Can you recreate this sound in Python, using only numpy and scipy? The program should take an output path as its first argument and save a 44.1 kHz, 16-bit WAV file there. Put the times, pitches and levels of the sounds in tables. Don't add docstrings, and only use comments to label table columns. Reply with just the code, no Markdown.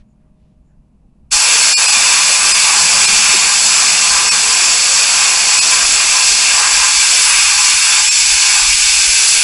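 import sys
import numpy as np
from scipy import signal
from scipy.fft import rfft, irfft, next_fast_len
from scipy.io import wavfile
from scipy.ndimage import uniform_filter1d, minimum_filter1d

SR = 44100
rng = np.random.default_rng(int(sys.argv[2]) if len(sys.argv) > 2 else 0)


def wrap_up_sound(samples):
    columns = np.atleast_2d(samples).T
    tamed = np.clip(columns, -1, 1)
    steps = np.round(tamed * 32767).astype(np.int16)
    wavfile.write(sys.argv[1], SR, steps)


N = 416039
T = np.arange(N) / SR
OPENS_S, OPENING_S = 1.303, .026

# frequency in Hz, relative level in dB.
ROOM_SPECTRUM = [(30, -7), (58, -3), (75, -6), (110, 1.5), (145, 2.5), (215, 3), (270, -6), (380, -16),
                 (620, -18.5), (1050, -23.5), (1400, -33), (2100, -37), (2600, -33), (3300, -41),
                 (12000, -43)]
DRAUGHT_SPECTRUM = [(8, -5), (22, 1), (38, -1), (50, 3), (60, -4), (80, -14.5), (130, -20), (400, -63),
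                    (3000, -100)]
# frequency in Hz, level in dB.
FAN_TONES = [(59.2, -59.5), (145.3, -60), (619.1, -83), (796.7, -86)]
# centre in seconds, half length in seconds, lift in dB.
MIC_GUSTS = [(1.34, 0.03, 16), (3.17, 0.11, 8), (5.95, 0.076, 4), (6.97, 0.027, 14), (8.35, 0.054, 8),
             (8.8, 0.24, 7.5)]
# centre and half length in seconds, pitch and bandwidth
# in Hz, level in dB.
RUBS = [(.005, .015, 2400, 3000, -64), (.11, .02, 6900, 600, -79), (.24, .04, 1200, 1500, -74),
        (.46, .08, 2500, 4000, -76), (.69, .025, 7000, 700, -79), (.72, .025, 1650, 350, -73),
        (3.35, 0.01, 383, 170, -28.5)]
# frequency in Hz, relative level in dB.
DRONE_SPECTRUM = [(25, -19), (60, -4), (90, -7.5), (115, -10.5), (145, -5), (200, -0.5), (245, -8),
                  (280, -24), (450, -11), (2000, -70)]
ROAR_SPECTRUM = [(120, -26), (240, -8), (340, -9), (560, -3.5), (750, 6), (1200, -65), (4000, -60)]
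RUSH_SPECTRUM = [(100, -35), (500, -20), (700, -10.5), (830, 1.5), (1300, 1.5), (1900, 1.5), (2400, -4),
                 (4000, -38), (12000, -60)]
# centre in seconds, half length in seconds, lift in dB.
DRONE_SURGES = [(1.97, 0.034, 12), (3.68, 0.045, 5)]
# time in seconds, relative level in dB.
ROAR_CURVE = [(1.33, -42.0), (1.5, -37.0), (3.35, -36.5), (3.6, -37.5), (5.9, -36), (6.3, -42),
              (6.6, -36.5), (6.9, -45.5), (7.15, -41), (7.5, -50), (7.95, -42), (8.15, -58), (8.55, -44),
              (8.7, -54), (9.42, -42)]
RUSH_CURVE = [(1.33, -26), (1.5, -23), (2.45, -21.5), (3.4, -21.5), (4.4, -23.5), (5.1, -22), (6.35, -25.5),
              (6.6, -19.5), (6.9, -25), (8.0, -23), (8.12, -34.5), (8.3, -28.5), (8.6, -24), (8.75, -34.5),
              (9.42, -28)]
# centre in Hz, width in Hz, lift in dB.
BENCH_MODES = [(169, 8.1, 1.5), (224, 12, 4.5), (365, 33, 6.5), (453.4, 18, 10.5), (537, 20, 8.5),
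               (832, 49, 4.5), (1020, 36, 9.5), (1161, 67, 6.5), (1353, 47, 2.5), (1593, 37, 8)]
HOUSING_MODES = [(937, 24, 22), (1194, 20, 19.5), (1610, 300, 14.5), (2387, 460, 5.5), (2460, 58, 3),
                 (2650, 240, 4), (3530, 350, 4), (3990, 350, -3), (5100, 250, 1.5), (5240, 140, 2),
                 (7310, 120, 6), (7830, 300, 6.5), (9830, 190, 8.5), (9900, 140, -5.5)]
# frequency in Hz, relative level in dB.
BODY_SPECTRUM = [(200, -50), (650, -47), (900, -29.5), (1400, -13.5), (1750, -15), (2200, -1.5),
                 (2850, 0.5), (3150, -9.5), (3700, -3), (4400, -21), (8000, -50)]
HISS_SPECTRUM = [(1500, -51), (3000, -8.5), (3900, -7.5), (4350, 1.5), (5400, -0.5), (5700, 0), (6900, -1),
                 (7900, -2), (8300, -5.5), (9000, -17.5), (11000, -10.5), (12000, -67)]
SIZZLE_SPECTRUM = [(6000, -23), (8800, 4.5), (9600, 4.5), (10750, 9.5), (11300, -11), (13000, -40)]
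# time in seconds, relative level in dB.
BODY_CURVE = [(1.33, -23), (1.5, -19.5), (3.2, -17), (3.65, -21), (5.0, -20.5), (7.0, -19), (7.5, -16.5),
              (8.0, -18.5), (8.15, -21.0), (8.4, -17.5), (9.42, -20.0)]
SIZZLE_CURVE = [(1.33, -20.5), (1.7, -21.0), (2.5, -20.0), (4.3, -23), (6.2, -22.5), (7.0, -22),
                (7.25, -17.5), (7.55, -22.5), (7.8, -19), (8.1, -22.5), (9.0, -21.0), (9.3, -18.0)]
# centre and half length in seconds, depth in dB.
DROPOUTS = [(1.756, .013, -26), (1.873, .005, -13), (1.915, .005, -11), (2.535, .006, -13),
            (3.067, .006, -13), (4.304, .007, -15), (5.605, .007, -15), (8.102, .007, -13)]
# frequency in Hz, relative level in dB.
DROPOUT_TONES = [(1080, -14.5), (2450, 3), (2740, -3.5), (4400, 2.5), (5150, 8), (5660, -4), (6480, -20),
                 (7100, 0.5), (7790, 6), (9800, -2)]


def undb(db):
    return 10 ** (np.asarray(db) / 20)


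def unit(x):
    return x / np.std(x)


def curve(table):
    times, db = np.transpose(table)
    return np.interp(T, np.sort(times), db)


def swell(s, half):
    return np.exp(-((T - s) / half) ** 2 / 2)


def lifts(table):
    return sum(db * swell(s, half) for s, half, db in table)


def walk(rate):
    hold = int(SR / rate)
    held = np.repeat(rng.standard_normal(1024), hold)[:N]
    return unit(uniform_filter1d(uniform_filter1d(held, hold), hold))


def noise(spectrum, peaks=()):
    size = next_fast_len(N, True)
    hz = np.maximum(np.arange(size // 2 + 1) * SR / size, 1)
    points, db = np.transpose(spectrum)
    shape_db = np.interp(np.log(hz), np.log(points), db)
    for centre, width, lift in peaks:
        shape_db += lift / (1 + (2 * (hz - centre) / width) ** 2)
    white = rfft(rng.standard_normal(size))
    return unit(irfft(white * undb(shape_db), size)[:N])


def lowpass(x, hz):
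    return signal.sosfilt(signal.ellip(10, .2, 70, hz, fs=SR, output="sos"), x)


def reflections(x, gain, shortest_s, longest_s, sway_s, count):
    out = x
    for lag in np.geomspace(shortest_s, longest_s, count):
        out = out + gain * np.interp(T - lag - sway_s * walk(.7), T, x)
    return out / np.sqrt(1 + count * gain ** 2)


def ventilation(room_db=-53, waver_db=2.5, drift_rad=.49, fade_end_s=.73, fade_s=.2):
    def tone(hz, db):
        level = np.sqrt(2) * undb(db + waver_db * walk(4.5))
        return level * np.sin(2 * np.pi * hz * T + drift_rad * walk(6.6))
    fading = tone(hz=619, db=-73) * np.clip((fade_end_s - T) / fade_s, 0, 1)
    air = noise(ROOM_SPECTRUM) * undb(room_db)
    return air + sum(tone(hz, db) for hz, db in FAN_TONES) + fading


def draught(still_db=-50.5, stirred_db=-51, build_db_per_s=1.13, puff_db=4):
    db = np.where(T < OPENS_S, still_db, stirred_db + build_db_per_s * (T - OPENS_S))
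    return noise(DRAUGHT_SPECTRUM) * undb(db + lifts(MIC_GUSTS) + puff_db * walk(25))


def handling():
    out = np.zeros(N)
    for s, half, hz, width, db in RUBS:
        b, a = signal.iirpeak(hz, hz / width, fs=SR)
        band = signal.lfilter(b, a, signal.lfilter(b, a, rng.standard_normal(N)))
        out += unit(band) * undb(db) * swell(s, half)
    return out


def dropouts(x, ring_db=-11, scatter=.03, uneven_db=3):
    hz, db = np.transpose(DROPOUT_TONES)
    out = x.copy()
    for s, half, depth_db in DROPOUTS:
        near = np.abs(T - s) < .06
        kept = undb(depth_db * swell(s, half)[near])
        ring_fade = np.sqrt(1 - kept ** 2)
        detune, strength, phase = rng.standard_normal((3, len(hz)))
        cycles = np.outer(T[near] - s, hz * (1 + scatter * detune)) + phase
        ring = unit(np.sin(2 * np.pi * cycles) @ undb(db + uneven_db * strength))
        out[near] = kept * out[near] + ring_fade * ring * undb(ring_db)
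    return out


def wandering_modes(x, wander_db=5, steadier_above_hz=600):
    for hz, width, _ in BENCH_MODES:
        b, a = signal.iirpeak(hz, hz / width / 2, fs=SR)
        db = wander_db * min(1, steadier_above_hz / hz) * np.tanh(walk(11))
        x = x + signal.lfilter(b, a, x) * (undb(db) - 1)
    return x


def jet_on_bench(spot_s=2.96, approach_db_per_s=11.5, leave_db_per_s=4.5):
    def eddies(spectrum, db, flutter_db):
        return noise(spectrum, BENCH_MODES) * undb(db + flutter_db * walk(18))
    off_spot_db = np.maximum(approach_db_per_s * (spot_s - T), leave_db_per_s * (T - spot_s))
    rush = eddies(RUSH_SPECTRUM, curve(RUSH_CURVE), flutter_db=1.5)
    roar = eddies(ROAR_SPECTRUM, curve(ROAR_CURVE) + 1, flutter_db=1.5)
    drone = eddies(DRONE_SPECTRUM, -39 - off_spot_db + lifts(DRONE_SURGES), flutter_db=2.5)
    bench = wandering_modes(rush + roar + drone)
    return reflections(bench, gain=.18, shortest_s=.023, longest_s=.06, sway_s=.00052, count=4)


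def nozzle():
    def band(spectrum, db, flutter_db):
        return noise(spectrum, HOUSING_MODES) * undb(db + flutter_db * walk(20))
    hiss = band(HISS_SPECTRUM, db=-11, flutter_db=.52)
    body = band(BODY_SPECTRUM, curve(BODY_CURVE) + 1.12, flutter_db=1.05)
    sizzle = band(SIZZLE_SPECTRUM, curve(SIZZLE_CURVE) + .9, flutter_db=.3)
    jet = hiss + body + sizzle
    return reflections(jet, gain=.2, shortest_s=.004, longest_s=.019, sway_s=.0001316, count=6)


def valve(spurt_db=.7, spurt_s=.65):
    opening = np.clip((T - OPENS_S) / OPENING_S, 0, 1)
    spurt = np.exp(-np.maximum(T - OPENS_S - OPENING_S, 0) / spurt_s)
    return np.sin(np.pi / 2 * opening) ** 3 * undb(spurt_db * spurt)


def scene():
    spray = valve() * dropouts(nozzle() + jet_on_bench())
    mono = spray + handling() + ventilation() + draught()
    return np.array([mono, mono])


def record(dry):
    narrow = lowpass(dry, hz=11180)
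    gain = 1 / np.maximum(np.abs(narrow), 1)
    gain = uniform_filter1d(minimum_filter1d(gain, size=9), size=9)
    clipped = np.clip(narrow * gain, -.9, .9)
    return lowpass(clipped, hz=15900)


dry = scene()
out = record(dry)
wrap_up_sound(out)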